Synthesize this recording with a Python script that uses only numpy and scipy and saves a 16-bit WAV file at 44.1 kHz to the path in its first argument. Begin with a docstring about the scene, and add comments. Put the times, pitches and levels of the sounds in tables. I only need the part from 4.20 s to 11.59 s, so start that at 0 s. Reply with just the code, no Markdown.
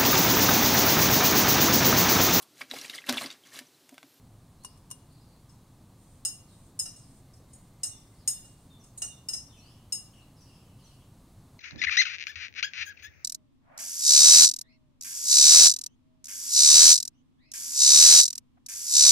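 """A steel spoon stirs a drink in a glass jug: decaying modes, in beating pairs, ring after each blow.
Before that it ticks as it goes in, a short damped ring; along the wall, random slips hiss and sing.
The drink loads the glass, so a low strike flattens one wall mode; a noise band makes one soft slop.
Low filtered noise hums and thin noise hisses in a small room. Faint far birds whistle and chatter:
gliding tones, blurred by pitch jitter and rasp, that arrive largely by reflection."""
import sys
import numpy as np
from scipy import signal
from scipy.fft import rfft, irfft
from scipy.io import wavfile
from scipy.ndimage import uniform_filter1d

SR = 44100
rng = np.random.default_rng(int(sys.argv[2]) if len(sys.argv) > 2 else 0)


def wav_out(sig):
    """Save sig, one row per channel (or a flat mono array), as 16-bit PCM at SR to the path in sys.argv[1]."""
    wavfile.write(sys.argv[1], SR, np.round(np.clip(np.atleast_2d(sig).T, -1, 1) * 32767).astype(np.int16))


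N = 325899  # length in samples


def amp(db):
    """Amplitude ratio: 20 dB is a factor of ten."""
    return 10 ** (np.asarray(db) / 20)


def unit(x):
    """Normalization to an rms value of 1."""
    return x / np.sqrt(np.mean(x ** 2) + 1e-20)


def read(points, hz):
    """Linear interpolation of a table along a log-frequency axis."""
    f, value = np.transpose(points)
    return np.interp(np.log(hz + 1), np.log(np.maximum(f, 0) + 1), value)


def add(mix, s, sound):
    """Superposition: a sound starting at s seconds adds to the mix."""
    part = mix[:, max(round(s * SR), 0):][:, :sound.shape[-1]]
    part += sound[..., :part.shape[1]]


def colour(x, points):
    """Linear filtering: the spectrum is multiplied by the gains of a table (f/Hz, gain/dB)."""
    gain = amp(read(points, np.fft.rfftfreq(x.shape[-1], 1 / SR)))
    return irfft(rfft(x) * gain, x.shape[-1])


def noise(points, size):
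    """Two uncorrelated channels of filtered noise, normalized together."""
    return unit(colour(rng.standard_normal((2, size)), points))


def decay(t, t60):
    """Exponential decay: the level falls 60 dB in t60 seconds."""
    return np.exp(-np.log(1000) * t / t60)


def random_sign(shape):
    """Equal chances of -1 and 1."""
    return rng.choice([-1, 1], shape)


def ring(hz, db, t60, pan_db, t, split, twin_db):
    """Modal decay: the body is not quite round, so each mode beats against a close twin."""
    count = len(hz)
    start = 2 * np.pi * rng.random((count, 1))
    ear_offset = np.pi * rng.uniform(1 / 8, 1 / 3, (count, 1)) * random_sign((count, 1))
    # each twin starts in step with its mode; the two channels differ in phase
    phase = start + np.array([-1, 1])[:, None, None] * ear_offset
    twin_hz = hz * (1 + split * rng.uniform(0.54, 1, count) * random_sign(count))
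    waves = np.sin(2 * np.pi * np.outer(hz, t) + phase)
    waves += amp(twin_db) * np.sin(2 * np.pi * np.outer(twin_hz, t) + phase)
    sides = amp(np.array([pan_db, -pan_db]) / 2)
    sides /= np.sqrt((sides ** 2).mean(0))
    return np.einsum("cm,mt,cmt->ct", sides * amp(db), decay(t, t60[:, None]), waves)


# spectral density of the low hum: f/Hz, relative level/dB per Hz
HUM_SPECTRUM = [(12, -19), (20, -5.5), (59, -8.5), (111, -1.5), (141, -4.5), (233, -12), (265, -9.5),
                (301, -16.5), (335, -16), (367, -20.5), (498, -23), (630, -23), (702, -23), (1210, -27),
                (1500, -48), (1950, -69), (3300, -120)]
# spectral density of the thin hiss: f/Hz, relative level/dB per Hz
HISS_SPECTRUM = [(880, -23), (1500, -0.5), (2310, -3), (3110, -3), (3470, -1.5), (4390, -0.5), (5090, -4.5),
                 (8580, -1.5), (14900, -9.5), (15800, -8.5)]
# likeness of the two channels: f/Hz, correlation (0-1)
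EAR_LIKENESS = [(100, 1), (300, 1), (600, 0.98), (1200, 0.99), (3000, 0.86), (8000, 0.84), (13000, 1)]
HUM_DB, HISS_DB = -55, -68.5  # rms levels


def room_noise():
    """Stationary noise: correlation between the ears, set by frequency, makes hum central and hiss wider."""
    hz = np.fft.rfftfreq(N, 1 / SR)
    same = np.clip(read(EAR_LIKENESS, hz), -1, 1)
    mid, side = rfft(rng.standard_normal((2, N))) * np.sqrt([1 + same, 1 - same])
    air = irfft(np.array([mid + side, mid - side]), N)
    hum = amp(HUM_DB) * unit(colour(air, HUM_SPECTRUM))
    hiss = amp(HISS_DB) * unit(colour(air, HISS_SPECTRUM))
    return hum + hiss


def bird_note(start_hz, length, glide, rough, waver=0.131, overtone_db=-6, rasp_db=-3):
    """Frequency modulation: a gliding whistle with two overtones; jitter and wide rasp blur harsh notes."""
    size, rough = int(length * SR), np.clip(rough, 0, 1)
    jitter = unit(uniform_filter1d(rng.standard_normal(size), size=30))
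    pitch_hz = np.geomspace(start_hz, start_hz * glide, size) * (1 + waver * rough * jitter)
    phase = 2 * np.pi * np.cumsum(pitch_hz) / SR
    overtones = np.sin(2 * phase) + np.sin(3 * phase)
    whistle = unit(np.sin(phase) + amp(overtone_db) * np.sqrt(rough) * overtones)
    rasp_bands = [(1500, -57), (2700, 24), (5500, -9), (7700, 17), (10500, 18), (13000, -42)]
    rasp = noise(rasp_bands, size)
    voice = np.sqrt(1 - rough / 2) * whistle + amp(rasp_db) * np.sqrt(rough / 2) * rasp
    # distance takes the top off
    return colour(voice * signal.windows.tukey(size, .5), [(10500, 0.5), (13000, -23)])


# rising whistles: t/s, start f/Hz, level before distance/dB
RISING_CALLS = [(.381, 3870, -65.5), (5.378, 3850, -63.5)]
# sharp falling notes: t/s, start f/Hz, level before distance/dB
SHARP_CALLS = [(2.809, 5800, -62), (4.59, 6480, -62.5), (5.369, 6470, -59), (6.2, 6400, -60),
               (6.635, 6520, -61)]
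# one long faint whistle: t/s, start f/Hz, level before distance/dB
LONG_CALL = [(2.805, 2120, -81)]
# shape of each kind of note: length/s, end pitch / start pitch, roughness (0-1)
SLUR_NOTE, RISE_NOTE = (.064, .925, .06), (.165, 1.5, 0.092)
SHARP_NOTE, LONG_NOTE = (.036, .82, 0.14), (1.36, 0.97, .25)
# soft falling slurs, evenly spaced; pitch and level before distance vary a little about these centres
SLURS, SLUR_START_S, SLUR_EVERY_S, SLUR_HZ, SLUR_DB = 5, 3.705, .396, 3740, -60.5
SLUR_SCATTER_OCTAVES, SLUR_SCATTER_DB = .012, 1.5


def whistles():
    """Tonal calls: each kind of note keeps one glide and roughness."""
    out = np.zeros((2, N))
    slurs = []
    for k, (higher, louder) in enumerate(rng.standard_normal((SLURS, 2))):
        start_hz = SLUR_HZ * 2 ** (SLUR_SCATTER_OCTAVES * higher)
        slurs.append((SLUR_START_S + k * SLUR_EVERY_S, start_hz, SLUR_DB + SLUR_SCATTER_DB * louder))
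    kinds = [(SLUR_NOTE, slurs), (RISE_NOTE, RISING_CALLS), (SHARP_NOTE, SHARP_CALLS), (LONG_NOTE, LONG_CALL)]
    for shape, calls in kinds:
        for s, start_hz, level_db in calls:
            add(out, s, amp(level_db) * bird_note(start_hz, *shape))
    return out


# reverberation time of the room: f/Hz, t60/s
ROOM_DECAY = [(600, 1), (3000, 0.51), (8000, 0.37), (14000, 0.48)]


def room(x, build_s=0.00073):
    """Reverberation: dense reflections, first from table and near wall; each band decays at its own rate."""
    first_echo_s = .003
    hz, t, bands = signal.stft(rng.standard_normal((2, SR // 2)), SR, nperseg=256)
    tail = signal.istft(bands * decay(t, read(ROOM_DECAY, hz)[:, None]), SR)[1]
    since = np.maximum(np.arange(tail.shape[1]) / SR - first_echo_s, 0)
    tail *= 1 - np.exp(-since / build_s)
    return signal.fftconvolve(x, tail / np.linalg.norm(tail[0]), axes=1)[:, :N]


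# modes of the held spoon: f/Hz, relative level/dB, t60/s, left-right difference/dB
SPOON_MODES = [(1016, -2, 0.031, 8), (2860, -13, 0.13, 7), (3870, -21, 0.079, -9), (5240, -15.5, 0.085, 3),
               (5710, -10, 0.063, 14), (6330, -34, .07, 13), (7300, -17, .08, 7), (7500, -28, 0.054, 11),
               (8770, -7.5, .06, 13), (9300, -8.5, 0.086, -2), (9000, -31, .06, -13), (10200, -21, .07, 12),
               (10800, -15, 0.099, -10), (11700, -23, .07, -5)]
# dense resonances of spoon and glass, also used in clinks: f/Hz, relative level/dB per Hz
CLASH_SPECTRUM = [(300, -14.5), (700, -7.5), (1400, -10), (2200, -13), (4700, -7.5), (5300, -13),
                  (5950, -9), (6600, 10.5), (7350, -12), (8300, 9.5), (10400, -0.5), (11500, -8),
                  (12800, -2), (15500, -49)]
# the spoon going in: t/s, strength/dB, spectral tilt/dB per octave
ENTRY_TICKS = [(0.436, -49, 11), (0.4471, -33.2, 0.5), (0.703, -44, 4), (0.712, -32, 2.6), (.575, -60, 6),
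               (.925, -64, 14)]


def ticks(clash_db=-3, clash_t60=0.044, clash_pan_db=2.0):
    """Damped modal response: the held spoon rings only briefly, with a short noisy clash."""
    out, t = np.zeros((2, N)), np.arange(SR // 4) / SR
    onset = 1 - np.exp(-t / 0.00025)
    clash_pan = amp([[clash_pan_db], [-clash_pan_db]])
    hz, db, t60, pan_db = np.transpose(SPOON_MODES)
    for s, strength_db, tilt_db in ENTRY_TICKS:
        tilted_db = db + tilt_db * np.log2(hz / np.median(hz))
        steel = ring(hz, tilted_db, t60, pan_db, t, split=0.0099, twin_db=-29)
        clash = noise(CLASH_SPECTRUM, len(t)) * decay(t, clash_t60) * clash_pan
        add(out, s, amp(strength_db) * (steel + amp(clash_db) * clash) * onset)
    return out


# bouts of harsh chatter: t/s, length/s, central start f/Hz, starting level before distance/dB
CHATTER_BOUTS = [(.89, .3, 4590, -68.5), (2.273, .08, 4430, -65), (3.943, 0.099, 4600, -67.5),
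                 (5.32, .3, 3130, -63.5), (5.929, .08, 3095, -60.5), (6, 0.048, 4650, -65),
                 (6.157, .2, 5050, -63.3), (6.254, 0.27, 3070, -66.5), (6.58, 0.19, 4750, -64),
                 (6.58, .26, 3055, -67.5)]
# notes of a bout: spacing, length, fall in pitch, roughness (0-1), fading of the bout
NOTE_EVERY_S, NOTE_S, FALL_OCTAVES, ROUGHNESS, FADE_DB_PER_S = .036, .042, 0.139, .45, 17
NOTE_SCATTER_OCTAVES, NOTE_SCATTER_DB = .1, 2.5


def chatter():
    """Pulse trains: quick harsh falling notes, scattered about one pitch, fade along each bout."""
    out = np.zeros((2, N))
    for s, length, pitch_hz, level_db in CHATTER_BOUTS:
        notes = max(round(length / NOTE_EVERY_S), 1)
        for since in NOTE_EVERY_S * np.arange(notes):
            higher, louder = rng.standard_normal(2)
            start_hz = pitch_hz * 2 ** (NOTE_SCATTER_OCTAVES * higher)
            note = bird_note(start_hz, NOTE_S, 2 ** -FALL_OCTAVES, ROUGHNESS)
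            note_db = level_db + NOTE_SCATTER_DB * louder - FADE_DB_PER_S * since
            add(out, s + since, amp(note_db) * note)
    return out


def rattle(hz, db, t, t60, width_hz):
    """Random excitation: the spoon's buzz on the wall drives the modes, widening each into a narrow band."""
    f = np.fft.rfftfreq(len(t), 1 / SR)
    resonance = 1 / (1 + ((f - hz[:, None]) / width_hz) ** 2) ** 2
    power = (amp(db)[:, None] ** 2 * resonance).sum(0)
    buzz = unit(irfft(rfft(rng.standard_normal((2, len(t)))) * np.sqrt(power), len(t)))
    return np.linalg.norm(amp(db)) * buzz * decay(t, t60)


# modes of the filled jug, also used in scrapes: f before any retuning/Hz, relative level/dB, free t60/s,
# left-right difference/dB, gain per unit of strike height/dB, gain per unit of strike side/dB
JUG_MODES = [(694, -37, 0.22, 9, 0, 0), (1360, -38, 0.22, -4, 0, 0), (1808, -39, 0.22, 0, 0, 0),
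             (2842, -23, 0.44, -8, 1, 1), (3913, -32, 0.36, 2, 1, -8), (4435, -36, 0.36, 2, 1, -9),
             (5189, -9, 0.19, 10, 0, 3), (5507, -29, 0.26, 4, 1, 3), (5711, -21, 0.42, -3, 8, 7),
             (6274, -24, 0.34, 1, 8, 2), (6333, -29, 0.4, -5, 3, 1), (6546, -18, 0.36, 1, 1, 7),
             (6785, -16, 0.26, 3, -4, -3), (7749, -23, 0.22, 1, 10, -2), (8166, -15, 0.21, -4, 5, -7),
             (8276, -14, 0.22, -7, 5, 3), (8403, -16, 0.22, -7, -6, 8), (8591, -21, 0.22, 8, -1, -3),
             (8909, -25, 0.22, 1, 4, 8), (9076, -25, 0.21, 3, -5, -2), (9401, -29, 0.21, 7, 2, -16),
             (9663, -25, 0.21, 5, 0, 5), (9972, -19, 0.22, 5, 0, 2), (10395, -28, 0.24, 5, -1, 12),
             (10459, -28, 0.24, -3, 3, 12), (10863, -24, 0.25, -6, -1, 14), (11027, -31, 0.26, -7, 8, 2),
             (12115, -36, 0.23, -5, -1, -4), (12631, -30, 0.23, -2, 3, 7), (14411, -41, 0.22, 1, 0, 9)]
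# spoon against glass: t/s, strength/dB, strike height (about -1..1), strike side (about -1..1),
# brightness/dB per octave, extra level around the wall mode/dB, extra level of the belly mode/dB
GLASS_BLOWS = [(1.292, -53, 0.51, -0.06, -3, 0, 0), (2.05, -14.5, -0.73, 0.024, .5, -1, 1),
               (2.591, -21.5, -1.22, 0.55, 3, -1, -6), (2.594, -18.5, -1.13, .15, .8, 2, -2.5),
               (2.656, -29, 0.37, .04, -5, 1, -4.5), (2.761, -42, .8, -.5, -1, -1, -6),
               (3.135, -53, 0.43, 0.46, .3, 1.5, -2), (3.332, -45.5, -0.41, -1.46, 3, -2, 0),
               (3.633, -17.5, 0.65, -.25, -0.5, -.5, -3), (4.076, -10.8, -1.15, -.2, 2.8, -2.5, -0.5),
               (4.245, -45.5, .76, -0.63, -7, -6, 4), (4.638, -46.5, .2, 0.2, -3, -6, -3),
               (4.7761, -32, 0.0074, -1.1, 2, -10, -6), (4.819, -18.5, 0.68, -0.013, -3, -11, 2.5),
               (5.0861, -21, -0.45, 0.17, -0.8, 1.5, 1.5), (5.134, -23.5, 0.34, 0.38, -3, 6, -8),
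               (5.723, -17.5, -0.81, .2, .5, 2.5, 1.5)]
# spectrum of a blow, tilted by its brightness about PIVOT_HZ: f/Hz, level/dB
BLOW_SPECTRUM = [(1400, -5.5), (2840, -4.5), (5200, -2), (5700, -2.5), (6550, -1.5), (8200, 0), (10000, 0),
                 (13000, -4.5)]
PIVOT_HZ = 7000
# rows of JUG_MODES: the mode that the drink retunes, and the mode in which the whole belly rings
WALL_MODE, BELLY_MODE = 6, 3
# the wall mode's shift at mid height and per unit of height; width of the region that swells with it
WALL_SHIFT_HZ, WALL_HZ_PER_HEIGHT, WALL_WIDTH_HZ = 20.4, 36, 650
# share of the free ring time left after a blow of FIRM_DB at mid height; doubles LIGHT_DB softer
FIRM_RING, FIRM_DB, LIGHT_DB, RING_OCTAVES_PER_HEIGHT = .76, -16.5, 75, 0.14
BELLY_DAMPING = 0.46  # how much of the spoon's damping reaches the belly mode (0-1)


def clinks(glass_db=-1, rattle_db=-6, crack_db=-20, crack_s=0.0019, sparkle_db=-32):
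    """Impact excitation: each blow gives a crack, a rattle and clash, and the long modal ring of the jug."""
    out, t = np.zeros((2, N)), np.arange(16384) / SR
    clash_db, clash_t60, rattle_t60, skirt_hz = -16, 0.1839, .075, 55
    twin_db, sparkle_t60 = -7, .18
    first_touch, growth_s = .25, .0028
    crack_bands = [(500, -9.0), (3000, 3.5), (9000, 5.5), (16000, 5)]
    hz, db, t60, pan_db, height_db, side_db = np.transpose(JUG_MODES)
    # the sparkle: a crowd of weak high modes, with the same pitches for every blow
    high_hz = np.linspace(11850, 15150, 11) + rng.uniform(-80, 80, 11)
    high_db = sparkle_db - 22 * np.log2(high_hz / high_hz[0])
    high_pan_db = 4 * rng.standard_normal(len(high_hz))
    high_t60 = np.full(len(high_hz), sparkle_t60)
    wall, belly = np.arange(len(hz)) == WALL_MODE, np.arange(len(hz)) == BELLY_MODE
    near_wall = np.exp(-((hz - hz[wall]) / WALL_WIDTH_HZ) ** 2)
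    # the spoon chatters on the wall for a moment, so the ring keeps growing after the first touch
    swell = 1 - (1 - first_touch) * np.exp(-t / growth_s)
    fade = np.minimum(1, (t[-1] - t) * 10)
    for s, strength_db, height, side, bright_db, wall_db, belly_db in GLASS_BLOWS:
        blow = [(f, level_db + bright_db * np.log2(f / PIVOT_HZ)) for f, level_db in BLOW_SPECTRUM]
        # the drink loads the wall: the lower the strike, the flatter the wall mode
        tuned_hz = hz + wall * (WALL_SHIFT_HZ + WALL_HZ_PER_HEIGHT * height)
        # each mode grows louder or softer steadily, in dB, with strike height and side
        struck_db = db + height * height_db + side * side_db + read(blow, hz)
        struck_db = struck_db + near_wall * wall_db + belly * belly_db
        # after a firm or low blow the spoon stays on the wall and shortens the ring
        ring_octaves = (FIRM_DB - strength_db) / LIGHT_DB + RING_OCTAVES_PER_HEIGHT * height
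        ring_time = FIRM_RING * 2 ** ring_octaves
        damped_t60 = t60 * ring_time ** np.where(belly, BELLY_DAMPING, 1)
        glass = amp(glass_db) * ring(tuned_hz, struck_db, damped_t60, pan_db, t, split=0.0046, twin_db=twin_db)
        glass += amp(rattle_db) * rattle(tuned_hz, struck_db, t, rattle_t60, skirt_hz)
        sparkle_level_db = high_db + read(blow, high_hz)
        glass += ring(high_hz, sparkle_level_db, high_t60, high_pan_db, t, split=0.0028, twin_db=twin_db)
        clash = colour(noise(CLASH_SPECTRUM, len(t)), blow) * decay(t, clash_t60)
        crack = noise(crack_bands, len(t)) * np.exp(-t / crack_s)
        impact = swell * (glass + amp(clash_db) * clash) + amp(crack_db) * crack
        add(out, s, amp(strength_db) * fade * impact)
    return out


# pressure of the spoon on the wall, interpolated in time: t/s, scrape level/dB
WALL_PRESSURE = [(1.75, -69.5), (2.74, -66.5), (3.24, -72), (4.24, -71)]
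# stirring: start of the first scrape, time for one turn, time on the wall in each turn
TURNS, STIR_START_S, TURN_S, SCRAPE_S = 6, 1.75, .497, .3


def scrapes(slips_per_s=500, glass_db=-5):
    """Frictional excitation: in every turn, tiny random slips hiss and keep the upper modes faintly singing."""
    out, t = np.zeros((2, N)), np.arange(SR // 4) / SR
    hz, db, t60, pan_db, *_ = np.transpose(JUG_MODES)
    glass = ring(hz, db, t60, pan_db, t, split=0.0049, twin_db=-21)
    rub = [(3000, -3.5), (5500, 0), (7500, 6), (9000, 14), (11000, -8), (15000, -57)]
    size = int(SCRAPE_S * SR)
    for s in STIR_START_S + TURN_S * np.arange(TURNS):
        level_db = np.interp(s, *np.transpose(WALL_PRESSURE))
        slips = rng.standard_normal(size) * (rng.random(size) < slips_per_s / SR)
        driven_glass = signal.fftconvolve(slips[None], glass, axes=1)[:, :size]
        singing = unit(colour(driven_glass, rub))
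        scrape = noise(rub, size) + amp(glass_db) * singing
        add(out, s, amp(level_db) * scrape * signal.windows.tukey(size, .5))
    return out


def swirl(s=3.17, length=0.12, level_db=-63):
    """Band-limited noise: one soft, low slop of the drink, alike in both channels."""
    out, size = np.zeros((2, N)), int(length * SR)
    slop = noise([(200, -32), (330, -6), (560, -10), (800, -18), (2000, -62)], size)[0]
    add(out, s, amp(level_db) * slop * np.hanning(size))
    return out


def scene(near_room_db=-10, tick_room_db=-14, bird_direct_db=-6, bird_room_db=-2):
    """Direct and reverberant sound: the jug is near and fairly dry, the birds largely reflected."""
    birds = whistles() + chatter()
    spoon = ticks()
    jug = clinks() + scrapes() + swirl()
    reflected = room(amp(near_room_db) * jug + amp(tick_room_db) * spoon + amp(bird_room_db) * birds)
    return jug + spoon + amp(bird_direct_db) * birds + reflected + room_noise()


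EDGE_HZ = 15800


def record(dry):
    """Band limitation: a linear-phase low-pass filter removes what lies above EDGE_HZ."""
    low_pass = signal.firwin(511, EDGE_HZ, window=("kaiser", 9), fs=SR)
    return signal.oaconvolve(dry, low_pass[None], "same")


dry = scene()
out = record(dry)
wav_out(out)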